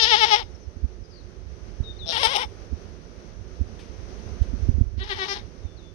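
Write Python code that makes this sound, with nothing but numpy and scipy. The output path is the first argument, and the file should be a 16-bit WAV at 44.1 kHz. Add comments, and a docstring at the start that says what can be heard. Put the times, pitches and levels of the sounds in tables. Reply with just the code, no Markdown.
"""A young goat bleats three times at a window screen, the last time from below the sill.
Pulses from its vocal folds excite the resonances of its throat, giving a thin, rough voice
broken by strong throbs about ten times a second. Small birds whistle far off over a quiet yard.
A hand bumps the nearby camera it holds, and the case conducts this to the right microphone."""
import sys
import numpy as np
from scipy import signal
from scipy.fft import rfft, irfft
from scipy.io import wavfile
from scipy.ndimage import uniform_filter1d, minimum_filter1d

SR = 44100
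rng = np.random.default_rng(int(sys.argv[2]) if len(sys.argv) > 2 else 0)


def waveform_to_disk(signal):
    """Save audio, clipped to [-1, 1], as 16-bit WAV at the path in sys.argv[1]."""
    frames = np.transpose(np.atleast_2d(signal))
    scaled = np.clip(frames, -1, 1) * 32767
    samples = np.round(scaled).astype(np.int16)
    wavfile.write(sys.argv[1], SR, samples)


N = 261954
TIME = np.arange(N) / SR

# Roughness runs from 0 to 1; mouth opening from -1 (closed) through 0 (ajar) to 1 (wide).
# thin voice between throbs: start_s, end_s, first_level_db, last_level_db, rest_pitch_hz,
# first_roughness, last_roughness, first_mouth, last_mouth
BLEATS = [ (-.03, .432, -15.5, -26.5, 448.1, .16, 0.6, 0, 0.77),
          (2.06, 2.452, -24, -23, 478.7, .12, .36, 0.41, 0.93),
          (4.972, 5.402, -42.5, -34, 407.5, .5, .7, 0.43, 0.43)]
# surges of the voice: start_s, length_s, level_db, crest_pitch_hz, first_pitch_hz, last_pitch_hz,
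# roughness, mouth, edge_db, sizzle_db
THROBS = [ (0.015, 0.032, -11.5, 471, 451.8, 442.6, 0.25, -0.38, 3, 6),
          (0.11, 0.041, -11, 487, 466.8, 419, 0.05, 0.59, -3, 2),
          (0.209, 0.04, -12.5, 476, 447, 427.3, 0.12, 0.65, -2, 4.5),
          (0.312, 0.038, -12, 470, 427.6, 415.6, 0.17, 0.78, 3.5, 2.5),
          (2.159, 0.013, -20, 473, 446.3, 426, 0.65, 0.2, -15, -12),
          (2.235, 0.029, -14, 566.4, 457, 444, 0.17, 0.63, 1.5, 5.5),
          (2.348, .027, -20, 559, 414, 395.3, 0.67, 1, 3, 1),
          (5.002, .031, -34, 383.4, 381, 385.6, 0.16, -0.29, -23, -6),
          (5.096, 0.035, -24.5, 431.5, 419, 377, 0.1, 0.31, -10.5, -5),
          (5.189, 0.054, -25.5, 448.5, 390, 375, 0.07, 0.49, -6, -5),
          (5.287, 0.045, -24.5, 428, 399, 394, 0, 0.74, 9, 0)]
# single hard slaps of the vocal folds: time_s, boost_db
CATCHES = [(0.361, 9.5), (2.232, 8), (2.27, 9.5), (2.353, 9), (2.362, 3.5), (2.4334, 6)]
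# throat response with the mouth closed, ajar and wide: frequency_hz, gain_db
THROAT_CLOSED = [(60, -74), (300, -28), (520, -2), (700, 12), (950, -23), (1400, -10), (2300, -18),
                 (3000, -6.5), (3800, 11), (4600, -3), (5500, 6), (6400, -19), (7300, -42)]
THROAT_AJAR = [(60, -74), (250, -12), (440, -21), (900, -9), (1300, -17), (1850, -3.5), (2300, -15),
               (3050, 1), (3550, -2), (4300, -4), (5350, -5), (5850, -20), (6600, -17.5), (7300, -51)]
THROAT_WIDE = [(60, -67.5), (250, -34), (440, -14), (690, 1), (860, 6), (1250, -5), (1700, -11.5),
               (2150, 0), (2600, -9.5), (3050, -1), (3550, -2.5), (4600, -16.5), (5400, -5.5), (6100, -20),
               (7300, -49.5)]
# treble band above the throat's resonances: frequency_hz, gain_db
SIZZLE = [(6000, -67), (7500, -49.5), (8300, -38), (9200, -38), (10500, -46.5), (12000, -61), (15500, -77)]
# change of colour at full roughness: frequency_hz, gain_db
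ROUGH_COLOUR = [(900, 3), (1300, -2.5), (2300, -1), (3000, 0)]
# paths from the goat, straight and round the sill: frequency_hz, gain_db
DIRECT_PATH = [(100, 0), (10000, 0)]
SILL_PATH = [(400, 9.5), (620, -9.5), (850, 4.5), (1200, 5), (2000, 6.5), (2700, 0.5), (3300, 0), (4300, 4),
             (5400, 1), (6200, 5), (9000, -6), (14000, 4)]
# response of the right microphone, which faces away from the goat: frequency_hz, gain_db
RIGHT_SHADOW = [(250, -14.5), (380, 3), (450, 0.5), (860, -10.5), (1300, -17), (1750, -8), (2600, -20),
                (3050, -21.5), (3600, -34.5), (5500, -25), (9000, -30), (11500, -3), (15000, -15)]
# reverberation of the yard: frequency_hz, t60_s
YARD_T60 = [(200, .35), (1000, 0.35), (3000, 0.33), (5500, 0.44), (12000, 0.76)]
# bumps of the hand: time_s, level_db, width_s, relative_knock_db
BUMPS = [(0.68, -25.5, 0.023, -27), (0.771, -24, 0.01, -10), (0.847, -11.5, 0.018, -13.5),
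         (1.468, -26, 0.02, -28), (1.808, -9.5, 0.0075, -16.5), (2.732, -14.5, 0.019, -9),
         (3.616, -10.5, 0.017, -11.5), (4.419, -4.5, 0.011, -22), (4.541, -17, 0.013, -2.5),
         (4.635, -13.5, 0.021, -34), (4.694, -1.5, 0.0071, -10.5), (4.748, -13.5, 0.019, -21),
         (4.788, -9, 0.017, -12), (4.815, -3.5, 0.0077, -11.5), (4.985, -23, 0.024, -3.5),
         (5.655, -17.5, 0.015, -16)]
# spectrum of the grip's rumble: frequency_hz, relative_density_db
RUMBLE = [(15, -21), (30, -15), (48, 0.5), (75, -4.5), (105, -6.5), (140, -33), (220, -27), (400, -41),
          (800, -80.5)]
# bird whistles: start_s, length_s, first_pitch_hz, last_pitch_hz, level_db,
# bend (larger falls earlier), buzz (share of the pitch)
WHISTLES = [(0.546, 0.018, 5770, 5380, -48.5, 1, 0.022), (0.596, 0.066, 6500, 5220, -53.5, 0.35, 0.022),
            (1.028, 0.042, 5500, 4820, -53.5, 1, .035), (1.096, 0.13, 5330, 3920, -48.5, 0.53, .04),
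            (1.833, 0.11, 3867, 3642, -36, 4.08, 0.0052), (1.905, 0.029, 3700, 3660, -41, .2, 0.0022),
            (1.985, 0.1, 4440, 3520, -35, 5, 0.014), (5.61, 0.17, 4030, 3490, -58, 5.1, .008),
            (5.764, 0.055, 4620, 3490, -50.5, 1.34, 0.015), (5.818, .11, 3500, 3500, -53, 1.1, 0.0083)]
# spectrum of the outdoor wash: frequency_hz, relative_density_db
AIR_SPECTRUM = [(88, -28.5), (150, 1), (240, -2.5), (303, -6.5), (372, -1.5), (980, -18.5), (1260, -17.5),
                (3370, -26), (3760, -26.5), (5300, -24), (5830, -21), (6300, -22), (8190, -34)]
# treble response of the microphones to the wash: frequency_hz, gain_db
AIR_TREBLE = [(6300, -5.5), (6700, -15.5), (7400, -25), (8600, -9), (10500, -20), (15500, -30.5)]
# stereo balance of the wash: frequency_hz, left_minus_right_db
AIR_BALANCE = [(150, -30), (280, -8.5), (460, -5.5), (770, 3.5), (2150, -2.5), (3580, 6.5), (5960, 21),
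               (9000, 21), (12000, -6.5)]
# likeness of the wash at the two microphones: frequency_hz, correlation
AIR_CORRELATION = [(100, 0.64), (250, 0.77), (450, 0.61), (850, 0)]
# envelope of the wash: time_s, level_db
AIR_LEVEL = [(.4, -51.5), (1.06, -52.5), (2.2, -48), (3.26, -49), (4.63, -44.5), (4.9, -55), (5.4, -49),
             (5.94, -53.5)]
# ticks and scuffs at the sill: start_s, level_db, decay_s
SCUFFS = [(1.454, -73, 0.0016), (2.894, -52, 0.0019), (3.792, -47.5, 0.043), (4.19, -58, 0.024),
          (4.428, -48.5, 0.016), (4.809, -59, 0.0033)]
# spectrum of a scuff: frequency_hz, relative_density_db
SCUFF_SPECTRUM = [(200, -13), (700, -1), (3500, 5), (6200, -6), (7400, -17), (8600, -9), (15500, -37)]
# tones of the hum: pitch_hz, level_db
HUM_TONES = [(167, -63), (361, -61)]


def goat():
    """Direct and reflected sound: two bleats face the screen; the ducked third carries more echo."""
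    first = bleat(BLEATS[0], DIRECT_PATH, sizzle_db=-5.5, ripple_db=2.0, rasp=1.0)
    second = bleat(BLEATS[1], DIRECT_PATH, sizzle_db=8.0, ripple_db=7.5, rasp=0.98)
    third = bleat(BLEATS[2], SILL_PATH, sizzle_db=7.5, ripple_db=6.5, rasp=0.52)
    facing = yard_echo(first + second, near_db=-10, tail_db=-25, near_decay_s=0.0072)
    ducked = yard_echo(third, near_db=-7, tail_db=-18.5, near_decay_s=0.015)
    return microphones(facing, right_db=1.5) + microphones(ducked, right_db=2.5)


def bleat(call, path, sizzle_db, ripple_db, rasp, jitter=.15, shimmer_db=3, size=1024):
    """Source and filter: each vocal-fold closure rings the throat; roughness makes pulses irregular."""
    controls = throbbing_voice(call)
    hz, age = np.fft.rfftfreq(size, 1 / SR), np.arange(size) / SR
    closed, ajar, wide = curve(THROAT_CLOSED, hz), curve(THROAT_AJAR, hz), curve(THROAT_WIDE, hz)
    sizzle, path_db, rough_db = curve(SIZZLE, hz), curve(path, hz), curve(ROUGH_COLOUR, hz)
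    edge_band = np.clip((hz - 3500) / 2000, 0, 1)
    rolloff_db = curve([(7300, -3.5), (15000, -13)], hz)
    out, now = np.zeros(N), max(call[0], 0)
    while now < call[1]:
        db, pitch_hz, rough, mouth, edge_db, throb_sizzle_db = controls[:, int(now * SR)]
        vowel_db = ajar + abs(mouth) * ((wide if mouth > 0 else closed) - ajar)
        throat = gain_of(vowel_db + rolloff_db + edge_band * edge_db + rough * rough_db)
        throat += gain_of(sizzle + sizzle_db + throb_sizzle_db)
        ripple = unit_rms(uniform_filter1d(rng.standard_normal(len(hz)), size=14))
        ring = minimum_phase(20 * np.log10(throat) + path_db + ripple_db * (rough + 0.054) * ripple)
        # each closure is an impulse with a puff of turbulent air
        closure = np.exp(-2j * np.pi * hz / SR * (now * SR % 1 + 16))
        puff = rfft(unit_rms(rng.standard_normal(size) * np.exp(-age / 0.00051))) / np.sqrt(size)
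        pulse = irfft(ring * (closure + (0.019 + rasp * rough) * (0.14 + hz / 5000) * puff))
        db += sum(boost_db for at, boost_db in CATCHES if abs(now - at) < .5 / pitch_hz)
        db += shimmer_db * (rough + 0.2) * np.clip(rng.standard_normal(), -2, 1.5)
        strength = gain_of(db) * np.sqrt(SR / pitch_hz)
        add(out, int(now * SR) / SR, strength * pulse / np.linalg.norm(pulse))
        stumble = jitter * rough ** 2 * rng.standard_normal() + 0.0025 * rng.standard_normal()
        now += np.exp(stumble) / pitch_hz
    return out


def throbbing_voice(call):
    """Amplitude and frequency modulation: in each throb the voice swells and its pitch mostly sags."""
    throbs = [row for row in THROBS if call[0] < row[0] < call[1]]
    voice = creak(thin_voice(call, throbs))
    controls = np.vstack([voice, np.zeros((2, N))])  # edge and sizzle rest at 0 dB
    for start, length, db, _, first_hz, last_hz, rough, mouth, edge_db, sizzle_db in throbs:
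        progress = np.clip((TIME - start) / length, 0, 1)
        fade_in = np.clip((TIME - start) / .012 + .5, 0, 1)
        fade_out = np.clip((start + length - TIME) / 0.0034 + .5, 0, 1)
        push = np.sin(.8 * np.pi * progress ** 1.48) - .7  # peaks late in the throb
        pitch_hz = last_hz + (first_hz - last_hz) * (1 - progress) ** 1.6
        throb = (db + 4.0 * push, pitch_hz, rough, mouth + 0.11 * push, edge_db, sizzle_db)
        controls = blend(controls, throb, fade_in * fade_out)
    return controls


def thin_voice(call, throbs, fade_s=.032, fade_db=13.5, wobble=.012):
    """Sustained phonation: level, pitch, roughness and mouth opening glide between the throbs."""
    start, end, first_db, last_db, rest_hz, first_rough, last_rough, first_mouth, last_mouth = call
    progress = np.clip((TIME - start) / (end - start), 0, 1)
    db = first_db + (last_db - first_db) * progress
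    db -= fade_db * np.clip(1 - (TIME - start) / fade_s, 0, 1)
    db -= fade_db * np.clip(1 - (end - TIME) / fade_s, 0, 1)
    rough = first_rough + (last_rough - first_rough) * progress
    mouth = first_mouth + (last_mouth - first_mouth) * progress ** 0.83
    turns = [(start, rest_hz), (end - 0.037, 1.06 * rest_hz), (end, .8 * rest_hz)]  # closing fall
    for on, length, throb_db, crest_hz, first_hz, last_hz, *_ in throbs:
        off = on + length
        turns += [(on - .022, crest_hz), (on, first_hz), (off, last_hz), (off + .01, rest_hz)]
        # the level leans toward the throb's on both sides of it
        away = np.maximum(on - TIME, 0) / 0.012 + np.maximum(TIME - off, 0) / 0.0067
        db += .52 * (throb_db - db) * np.exp(-away)
        rough += .3 * np.exp(-((TIME - off) / .012) ** 2)  # rougher as the throb breaks off
    pitch_hz = np.interp(TIME, *np.transpose(sorted(turns))) * (1 + wobble * wander(rate_hz=35))
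    return np.array([db, pitch_hz, np.clip(rough, 0, 1), mouth])


def creak(voice, start_s=2.05, end_s=2.121, flip_s=.016, pitch_hz=165.7, rough=0.27):
    """Pulse register: the second bleat starts with slow fold vibration behind nearly closed lips."""
    db = voice[0] + 0.5
    mouth = -0.98 + 1.8 * (TIME - start_s)
    creaking = (TIME > start_s) * np.clip((end_s - TIME) / flip_s + .5, 0, 1)
    return blend(voice, (db, pitch_hz, rough, mouth), creaking)


def hand(rocking_hz=66.3, knock_hz=235, grip_db=-41, stir_db=-24.5, stir_s=0.11):
    """Structure-borne sound: grip and bumps pass through the case, mainly to the right microphone."""
    rumble = coloured_noise(RUMBLE)
    # the grip shifts round each bump
    stir_power = sum(gain_of(db + stir_db) ** 2 * np.exp(-abs(TIME - at) / stir_s)
                     for at, db, *_ in BUMPS)
    out = rumble * np.sqrt(gain_of(grip_db) ** 2 + stir_power) * gain_of(2.93 * wander(21.5))
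    for at, db, width, knock_db in BUMPS:
        t = TIME - at
        rocking = np.cos(2 * np.pi * rocking_hz * t) / np.cosh(np.clip(2.3 * t / width, -50, 50))
        age = np.maximum(t + 0.00706, 0)  # the case knocks as the push builds
        envelope = 1.44 * np.exp(-age / 0.0071) * (1 - np.exp(-age / 0.0013))
        knock = envelope * np.sin(2 * np.pi * knock_hz * age)
        out += gain_of(db) * (rocking + gain_of(knock_db) * knock)
    out = signal.sosfilt(signal.butter(1, 8, "high", fs=SR, output="sos"), out)
    return out * gain_of([[-40], [0]])


def birds():
    """Frequency modulation: distant whistles fall and level out; fast pitch noise makes some buzz."""
    out, waver = np.zeros(N), wander(rate_hz=320)
    for start, length, first_hz, last_hz, db, bend, buzz in WHISTLES:
        progress = np.linspace(0, 1, int(length * SR))
        fall = (np.exp(-bend * progress) - np.exp(-bend)) / (1 - np.exp(-bend))
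        flutter = waver[int(start * SR) - len(progress):int(start * SR)]
        pitch_hz = (last_hz + (first_hz - last_hz) * fall) * (1 + buzz * flutter)
        envelope = np.sin(np.pi * progress).clip(0) ** 0.67
        add(out, start, gain_of(db) * envelope * tone(pitch_hz))
    return microphones(yard_echo(out, near_db=-19, tail_db=-6.5), right_db=1.5)


def air(drift_db=.8):
    """Partial coherence: a soft, drifting outdoor wash, alike at both microphones only in the bass."""
    hz = np.fft.rfftfreq(N, 1 / SR)
    colour = gain_of(curve(AIR_SPECTRUM, hz) + curve(AIR_TREBLE, hz))
    correlation, balance = curve(AIR_CORRELATION, hz), gain_of(curve(AIR_BALANCE, hz))
    common, separate = rfft(rng.standard_normal((2, N)))
    left = balance * common
    right = correlation * common + np.sqrt(1 - correlation ** 2) * separate
    pair = irfft(np.array([left, right]) * colour / np.hypot(1, balance), N)
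    level_db = np.interp(TIME, *np.transpose(AIR_LEVEL)) + drift_db * wander(7.8)
    return pair / pair.mean(0).std() * gain_of(level_db)


def scuffs():
    """Contact noise: ticks and scuffs at the sill start abruptly and decay exponentially."""
    envelope = sum(gain_of(db) * (TIME > start) * np.exp(-abs(TIME - start) / decay)
                   for start, db, decay in SCUFFS)
    return envelope * coloured_noise(SCUFF_SPECTRUM) * gain_of([[0], [-8]])


def hum():
    """Slow random modulation: two faint low tones waver in level and pitch."""
    tones = sum(gain_of(db + 1.33 * wander(0.7)) * tone(hz + 2.5 * wander(5.65)) for hz, db in HUM_TONES)
    return tones * gain_of([[-2], [6]])


def yard_echo(sound, near_db, tail_db, near_decay_s=0.0071):
    """Reflection: early echoes off wall and window frame, then a tail, distinct at each microphone."""
    taps = rng.standard_normal((2, SR)) * (rng.random((2, SR)) < .08)
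    age = np.arange(SR) / SR
    near = taps * np.exp(-age / near_decay_s) * (age > .0015)
    hz, t, spectra = signal.stft(taps * (age > .015), SR, nperseg=256)
    decay = gain_of(-60 * t / curve(YARD_T60, hz)[:, None])
    tail = signal.istft(spectra * decay, SR, nperseg=256)[1][:, :SR]
    echo = sum(gain_of(db) * part / np.linalg.norm(part, axis=1, keepdims=True)
               for db, part in ((near_db, near), (tail_db, tail)))
    return sound + signal.fftconvolve(sound[None], echo, axes=1)[:, :N]


def microphones(pair, right_db, lag_s=0.00019):
    """Acoustic shadow: sound from the window reaches the right microphone later and duller."""
    hz = np.fft.rfftfreq(1024, 1 / SR)
    delay = np.exp(-2j * np.pi * hz * lag_s)
    shadow = irfft(minimum_phase(curve(RIGHT_SHADOW, hz) + right_db) * delay)
    return np.array([pair[0], signal.fftconvolve(pair[1], shadow)[:N]])


def gain_of(db):
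    """Amplitude ratio of a level in decibels."""
    return 10 ** (np.asarray(db) / 20)


def unit_rms(x):
    """Normalisation to unit power."""
    return x / np.sqrt(np.mean(x ** 2) + 1e-20)


def curve(points, hz):
    """Linear interpolation on a log-frequency axis."""
    knots_hz, values = np.transpose(points)
    return np.interp(np.log(hz + 1), np.log(knots_hz + 1), values)


def blend(controls, target, share):
    """Linear crossfade of voice controls toward a target."""
    return controls + share * (np.array(np.broadcast_arrays(*target)) - controls)


def add(mix, start_s, sound):
    """Superposition of a sound on the mix."""
    part = mix[max(round(start_s * SR), 0):][:len(sound)]
    part += sound[:len(part)]


def tone(pitch_hz):
    """A sinusoid whose phase is the integral of its frequency."""
    return np.sin(2 * np.pi * np.cumsum(pitch_hz) / SR)


def coloured_noise(spectrum):
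    """Spectral shaping of white noise, at unit power."""
    colour = gain_of(curve(spectrum, np.fft.rfftfreq(N, 1 / SR)))
    return unit_rms(irfft(rfft(rng.standard_normal(N)) * colour, N))


def wander(rate_hz):
    """Low-pass noise: a smooth fluctuation of unit power."""
    lowpass = np.exp(-(np.fft.rfftfreq(N, 1 / SR) / rate_hz) ** 2)
    return unit_rms(irfft(rfft(rng.standard_normal(N)) * lowpass, N))


def minimum_phase(db):
    """Causality: a response with these levels that rings only after its excitation."""
    log_gain = np.log(gain_of(np.concatenate([db, db[-2:0:-1]])))
    return np.exp(np.conj(signal.hilbert(log_gain)))[:len(db)]


def scene():
    """Superposition of all sources at the two microphones."""
    return goat() + birds() + air() + scuffs() + hum() + hand()


def record(dry, cutoff_hz=15800):
    """Peak limiting holds the loudest pulses at full scale; a low-pass filter then limits the band."""
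    allowed_gain = 1 / np.maximum(abs(dry).max(0), 1)
    limited = dry * uniform_filter1d(minimum_filter1d(allowed_gain, size=161), size=161)
    lowpass = signal.firwin(511, cutoff_hz, window=("kaiser", 9), fs=SR)
    return signal.oaconvolve(limited, lowpass[None], "same")


dry = scene()
out = record(dry)
waveform_to_disk(out)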